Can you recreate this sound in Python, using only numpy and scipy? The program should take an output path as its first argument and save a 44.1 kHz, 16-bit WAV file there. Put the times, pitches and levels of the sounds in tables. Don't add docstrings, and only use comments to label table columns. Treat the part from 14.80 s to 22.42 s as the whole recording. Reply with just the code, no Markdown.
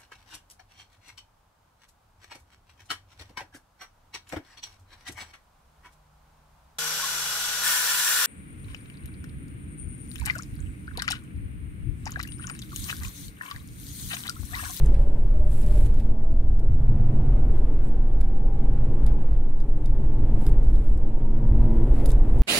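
import sys
import numpy as np
from scipy.fft import rfft, irfft, next_fast_len
from scipy.io import wavfile
from scipy.ndimage import uniform_filter1d, map_coordinates

SR = 44100
rng = np.random.default_rng(int(sys.argv[2]) if len(sys.argv) > 2 else 0)


def unload_wav(signal):
    wavfile.write(
        sys.argv[1],
        SR,
        np.round(np.clip(np.atleast_2d(signal).T, -1, 1) * 32767).astype(np.int16),
    )


N = 336042

# freq_hz, correlation
STEREO_LIKENESS = [(30, .9998), (70, .994), (150, .996), (300, .993), (550, .988), (750, .95), (1000, .78),
                   (2000, .55), (4000, .12), (8000, -.08)]
# time_s, level_db
ROAD_COARSENESS = [(0, -41), (.2, -40.5), (.45, -43.5), (.95, -41), (1.35, -44), (1.7, -45.5), (2.3, -39),
                   (2.8, -38.5), (3.4, -43), (4.25, -38), (4.75, -44.5), (5.65, -38), (6.1, -42.5),
                   (6.4, -41.5), (6.95, -36.5), (7.25, -34.5), (7.45, -36.5), (7.62, -34.5)]
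# start_s, length_s, rumble_db, thud_db
ROAD_BUMPS = [(0.044, 0.048, -16, -28.5), (0.168, 0.067, -20, -35), (0.566, 0.15, -22, -30.5),
              (0.857, 0.23, -17.5, -32), (1.213, 0.084, -24.5, -37), (1.454, 0.47, -25, -35),
              (1.878, 0.29, -26, -28.5), (2.42, 0.11, -18, -35), (2.625, 0.21, -20, -34),
              (3.118, 0.041, -23, -46), (3.383, 0.037, -18.5, -48), (3.874, .11, -24, -35),
              (4.222, 0.1, -19, -39), (4.525, 0.021, -17, -48), (5.095, 0.25, -24.5, -41),
              (5.43, 0.11, -23.5, -32.5), (5.662, 0.33, -18.5, -42), (6.098, 0.07, -18.5, -36),
              (6.714, .11, -16.5, -28), (6.934, 0.032, -17, -43), (7.087, .1, -20.5, -38),
              (7.28, 0.15, -17.5, -46), (7.557, 0.044, -12.5, -29)]
# start_s, length_s, level_db
ROAD_RIPPLES = [(0, 0.039, -25.5), (.45, 0.13, -38.5), (.85, 0.27, -34), (2.05, 0.44, -26.5),
                (3.97, 0.12, -33.5), (5.15, 0.59, -34.5), (6.66, 0.19, -29)]
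# start_s, length_s, level_db
TYRE_JOLTS = [(.03, 0.15, -46), (.8, .06, -45.5), (2.1, 0.28, -38), (2.55, 0.047, -38),
              (3.07, 0.046, -38.5), (3.8, .12, -41.5), (5.17, 0.065, -38.5), (5.42, 0.25, -41)]

# freq_hz, relative_db
SWAY_EQ = [(2, -22.5), (7, 0), (12, 2), (18, -3.5), (25, -12), (34, -12)]
RUMBLE_EQ = [(16, -31), (24, 2.5), (32, 7.5), (42, 9), (53, 3), (64, -5), (80, -22), (110, -50)]
THUD_EQ = [(52, -24), (66, 1), (78, -4.5), (92, 0.5), (104, -14), (125, -37)]
BOOM_EQ = [(70, -32), (88, -3), (102, 5), (120, 8), (138, 3.5), (155, -3), (178, -16), (240, -39.5)]
ROAR_EQ = [(120, -24), (175, -6), (250, 1.5), (310, 1), (400, -3.5), (480, -5), (600, -9.5), (720, -12.5),
           (860, -13), (1000, -20), (1200, -30), (1700, -44)]
TREAD_EQ = [(600, -12.5), (1100, 1.5), (1550, -3), (2000, -6), (2500, -9.5), (3300, -13.5), (4300, -22),
            (6000, -26), (9000, -33.5)]
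AIR_EQ = [(1500, -15.5), (4000, -7), (5500, -10), (8500, -4.5), (10500, -7), (13000, -11.5), (16500, -14.5)]
HISS_EQ = [(4500, -25), (6500, -8), (7500, 0), (8800, 1), (11000, -2), (13000, -7), (16000, -7)]
SCRAPE_EQ = [(700, -17), (1500, -.5), (2400, 2), (3300, -1), (4300, -3), (5500, -6), (7000, -14),
             (8000, -24)]
RATTLE_EQ = [(800, -20), (1300, -1), (1700, 0), (2300, 0), (3000, -9), (4000, -9), (6000, -22)]

# time_s, speed_hz
REVS = [(0, 31.12), (.2, 32.33), (.53, 35.22), (.7, 34.06), (.88, 35.14), (1.05, 34.9), (1.35, 37.1),
        (1.65, 39.08), (2.15, 41.51), (3.5, 45.55), (4.5, 48.64), (5.45, 51.1), (5.7, 51.55), (6.3, 53.58),
        (7.0, 56.3), (7.15, 55.42), (7.6, 55.14)]
# time_s, level_db
ENGINE_LOAD = [(0, -43), (.95, -42.5), (1.15, -37.5), (1.45, -40.5), (2.3, -39.5), (2.9, -43.5), (4.0, -38),
               (4.7, -46.5), (5.6, -42.5), (6.0, -41), (6.3, -43.5), (6.58, -37.5), (7.0, -33.5)]
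# shaft_multiple, relative_db
ENGINE_ORDERS = [(2, -2), (3, -5.5), (4, -7), (5, -15), (6, -11), (8, -16), (10, -29), (11, -21.5)]
# centre_hz, width_hz, gain
CABIN_MODES = [(122, 6.9, 1.7), (163.3, 38, -0.53), (221, 12.4, 1.74), (299.5, 20, 0.93), (337.3, 20, 0.91)]
# centre_hz, width_hz, level_db
WHINE_PANELS = [(657, 40, -52.5), (720, 16, -54), (737, 18, -52), (778, 18, -53.5), (800, 26, -51),
                (828, 14, -54), (858, 14, -62), (882, 20, -54.5), (934, 18, -55.5), (966, 30, -52.5),
                (1490, 200, -71.5)]
# start_s, length_s, level_db
WHINE_SURGES = [(.14, 0.16, -49.5), (.56, 0.11, -48.5), (.89, 0.079, -43), (1.18, .08, -53)]

# start_s, length_s, hiss_db, scrape_db
SLIDE_MOVES = [(0.031, .05, -58.5, -59.5), (0.129, 0.11, -66, -64.5), (0.28, 0.44, -72.5, -72),
               (0.722, .1, -54, -60), (0.857, 0.21, -55, -58), (1.14, .01, -64.5, -63),
               (1.197, 0.016, -63.5, -60), (1.252, 0.011, -67, -76), (2.75, .05, -67.5, -70),
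               (3.056, .035, -65, -70), (5.615, .08, -60.5, -63), (5.879, .24, -68, -69),
               (7.16, 0.049, -63, -62), (7.297, .01, -54.5, -58)]
# start_s, relative_db, knock_db, edge_db, pitch_hz
TRIM_HITS = [(0.0594, -38.5, -6, -3.5, 7000), (0.1421, -48.5, -0.5, -1.5, 4300), (0.832, -51, 3, -1, 3800),
             (0.8627, -41, -5.5, 0, 9000), (.922, -50.5, 1.5, -1, 4900), (.957, -52, 4, -2, 3800),
             (1.0585, -42, -10, -2.5, 7800), (1.1418, -49, -4, 0.5, 9500), (1.198, -49.5, -0.5, 2.5, 9000),
             (1.7933, -45, -6.5, 0.5, 8960), (3.4102, -40, -3.5, 2, 4400), (4.2644, -36.5, -1.5, 1.5, 9150),
             (4.5301, -57, 3, 1.5, 4320), (4.8017, -52, 2, 1.5, 4180), (4.816, -55.5, -1, 0.5, 9460),
             (5.0582, -44, -1, -0.5, 4170), (5.6653, -37, 0.5, 3.5, 11070), (5.8306, -52, -3, -1.5, 9000),
             (5.845, -52, -1.5, 1, 9000), (5.958, -49, -1, -1, 9000), (6.1744, -49.5, -7, -3, 8460),
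             (7.2583, -27, -3, 3, 10000), (7.2906, -36.5, -12, 2.5, 8300), (7.304, -37.5, 1, 1, 7400),
             (7.317, -34, -5.5, 0.5, 8000), (7.5867, -47.5, -3, 1.5, 8500), (7.594, -45.5, -4, 1, 8500)]
# centre_hz, width_hz, relative_db
TRIM_MODES = [(1050, 360, -4), (1600, 450, 3), (2100, 400, 0), (2700, 600, -5), (3780, 300, 4),
              (4350, 300, -1), (4930, 340, 4.5), (6500, 500, -2), (7380, 400, -1), (8300, 700, -2),
              (9950, 700, 0), (10750, 400, -3), (11650, 600, -3.5), (12350, 450, -7), (13500, 700, -15),
              (15100, 1000, -12)]
# start_s, length_s, level_db
PANEL_RATTLES = [(.061, 0.0064, -57), (.143, .006, -54.5), (3.412, .004, -58), (4.266, 0.0072, -54),
                 (5.061, .004, -63), (5.667, .008, -57.5), (7.197, .005, -55)]


def amp(db):
    return 10 ** (np.asarray(db) / 20)


def unit(x):
    return x / np.sqrt(np.mean(x ** 2) + 1e-20)


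def along(points, hz):
    freqs, values = np.transpose(points)
    return np.interp(np.log(hz + 1e-3), np.log(freqs), values)


def automation(points):
    return np.interp(np.arange(N) / SR, *np.transpose(points))


def swells(rows, attack_s, release_s):
    t = np.arange(N) / SR
    fade = lambda s, length: np.maximum(s - t, 0) / attack_s + np.maximum(t - s - length, 0) / release_s
    return np.sqrt(sum((amp(db) * np.exp(-fade(s, length))) ** 2 for s, length, db in rows))


def wobble(rate_hz):
    knots = rng.standard_normal(int(N * rate_hz / SR) + 4)
    return map_coordinates(knots, [np.arange(N) * rate_hz / SR])


def filtered(x, response):
    size = next_fast_len(N + SR // 2)
    return irfft(rfft(x, size) * response(np.fft.rfftfreq(size, 1 / SR)), size)[..., :N]


def resonance(f, centre_hz, width_hz):
    return 1j * f * width_hz / (centre_hz ** 2 - f ** 2 + 1j * f * width_hz)


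def cabin_noise(response):
    def mid_side(f):
        spread = np.arccos(np.clip(along(STEREO_LIKENESS, f), -1, 1)) / 2
        return response(f) * np.array([np.cos(spread), np.sin(spread)])
    mid, side = filtered(rng.standard_normal((2, N)), mid_side)
    return unit(np.array([mid + side, mid - side]))


def rush(eq):
    return cabin_noise(lambda f: amp(along(eq, f)) * (f < eq[-1][0]))


def levelled(x, samples):
    power = uniform_filter1d(uniform_filter1d(np.mean(x ** 2, axis=0), samples), samples)
    return x / np.sqrt(np.abs(power) + 1e-9)


def body(road_db, sway_db=-15, rumble_db=10, thud_db=-5, boom_db=5):
    bump_fades = dict(attack_s=.023, release_s=.047)
    shakes = swells([(s, length, db) for s, length, db, _ in ROAD_BUMPS], **bump_fades)
    thuds = swells([(s, length, db) for s, length, _, db in ROAD_BUMPS], **bump_fades)
    ripples = swells(ROAD_RIPPLES, attack_s=.17, release_s=.045)
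    rumble = np.hypot(amp(road_db + rumble_db), shakes) * levelled(rush(RUMBLE_EQ), samples=3500)
    thud = np.hypot(amp(road_db + thud_db), thuds) * levelled(rush(THUD_EQ), samples=5000)
    boom = np.hypot(amp(road_db + boom_db), ripples) * levelled(rush(BOOM_EQ), samples=6000)
    sway = amp(sway_db) * levelled(rush(SWAY_EQ), samples=3000)
    return sway + rumble + thud + boom


def tyres(road_db, roar_db=.5, tread_db=-59, hum_db=-9, grit_db=1, patchy_db=.87):
    jolts = swells(TYRE_JOLTS, attack_s=.029, release_s=.029)
    air_ring = cabin_noise(lambda f: resonance(f, centre_hz=219, width_hz=24) ** 2)
    hum = np.hypot(amp(road_db + hum_db), jolts) * levelled(air_ring, samples=7000)
    hiss = amp(tread_db + .93 * (road_db - road_db.mean()) + grit_db * wobble(60)) * rush(TREAD_EQ)
    roar = amp(road_db + roar_db + patchy_db * wobble(12)) * rush(ROAR_EQ)
    return roar + hum + hiss


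def lift_off_db(start_s=7.04, fall_s=.045, depth_db=-16):
    return depth_db * np.clip((np.arange(N) / SR - start_s) / fall_s, 0, 1)


def engine(turns, shaft_hz, uneven_db=1.8, jitter_rad=.13):
    load_db = automation(ENGINE_LOAD) + lift_off_db()
    out = np.zeros(N)
    for order, db in ENGINE_ORDERS:
        modes = sum(gain * resonance(order * shaft_hz, hz, width) for hz, width, gain in CABIN_MODES)
        jitter = jitter_rad * wobble(15)
        phase = 2 * np.pi * (order * turns + rng.random()) + jitter
        out += np.abs(1 + modes) * amp(load_db + db + uneven_db * wobble(20)) * np.sin(phase)
    return np.sqrt(2) * out


def whine(turns, shaft_hz, belt_ratio=17.26, flutter_db=2, judder_end_s=1.32, judder_fade_s=.14):
    def through_panels(pitch_hz):
        paths = (amp(db) * resonance(pitch_hz, hz, width) ** 2 for hz, width, db in WHINE_PANELS)
        return np.sqrt(sum(np.abs(path) ** 2 for path in paths))
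    surges = swells(WHINE_SURGES, attack_s=.062, release_s=.062)
    level = np.hypot(through_panels(belt_ratio * shaft_hz), surges)
    judder = np.clip((judder_end_s - np.arange(N) / SR) / judder_fade_s, 0, 1)
    roughness = np.maximum(.85 * judder, .35)
    throb = 1 + .7 * roughness * np.sin(np.pi * turns)
    phase = 2 * np.pi * belt_ratio * turns + roughness * wobble(45) + 1.1 * judder * wobble(12)
    overtone = through_panels(2 * belt_ratio * shaft_hz) * np.sin(2 * phase + 1.6 * wobble(110))
    tone = level * throb * np.sin(phase) + overtone
    return np.sqrt(2) * amp(lift_off_db() + flutter_db * wobble(17)) * tone


def air(level_db=-72):
    return amp(level_db) * rush(AIR_EQ)


def rustle(road_db, stir_db=-78):
    stir = amp(stir_db + 2.2 * (road_db - road_db.mean()))
    slips = amp(2.8 * wobble(900) + .7 * wobble(40))
    hiss = swells([(s, length, db) for s, length, db, _ in SLIDE_MOVES], attack_s=.038, release_s=.02)
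    scrape = swells([(s, length, db) for s, length, _, db in SLIDE_MOVES], attack_s=.038, release_s=.03)
    return np.hypot(stir, hiss) * unit(slips * rush(HISS_EQ)) + scrape * unit(slips * rush(SCRAPE_EQ))


def trim_ring(f, knock_db, edge_db, pitch_hz, knock_below_hz=5500, edge_above_hz=11000):
    spot_db, spot_width_hz, scatter_db = 4, 830, 1
    ring = 0
    for k, (hz, width, db) in enumerate(TRIM_MODES):
        db += spot_db * np.exp(-((hz - pitch_hz) / spot_width_hz) ** 2)
        db += knock_db * (hz < knock_below_hz) + edge_db * (hz > edge_above_hz)
        db += scatter_db * rng.standard_normal()
        ring += (-1) ** k * amp(db) * resonance(f, hz, width)
    treble_rms = np.sqrt(np.mean(np.abs(ring[f > knock_below_hz]) ** 2))
    return ring / treble_rms


def trim_ticks(gain_db=-6, scatter_t60_s=.028, tail_t60_s=.11, tail_db=-13):
    t = np.arange(SR // 10) / SR
    f = np.fft.rfftfreq(len(t), 1 / SR)
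    decay = np.hypot(amp(-60 * t / scatter_t60_s), amp(tail_db - 60 * t / tail_t60_s))
    out = np.zeros((2, N + SR))
    for start_s, db, knock_db, edge_db, pitch_hz in TRIM_HITS:
        hit = rng.standard_normal((2, len(t))) * decay
        hit[:, 0] = 5
        tick = irfft(rfft(hit) * trim_ring(f, knock_db, edge_db, pitch_hz), len(t))
        start = round(start_s * SR)
        out[:, start:start + len(t)] += amp(db + gain_db) * tick * (1 - t / t[-1])
    return out[:, :N]


def panel_rattle(chatter_db=4):
    shaking = swells(PANEL_RATTLES, attack_s=.0022, release_s=.025)
    return shaking * unit(amp(chatter_db * wobble(250)) * rush(RATTLE_EQ))


def scene(rev_drift=.002285, lean_right_db=.2):
    road_db = automation(ROAD_COARSENESS)
    shaft_hz = automation(REVS) * (1 + rev_drift * wobble(8))
    turns = np.cumsum(shaft_hz) / SR
    driving = body(road_db) + tyres(road_db) + engine(turns, shaft_hz) + whine(turns, shaft_hz)
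    mix = driving + rustle(road_db) + trim_ticks() + panel_rattle() + air()
    return mix * amp([[-lean_right_db / 2], [lean_right_db / 2]])


def record(dry, cutoff_hz=15900):
    return filtered(dry, lambda f: f < cutoff_hz)


dry = scene()
out = record(dry)
unload_wav(out)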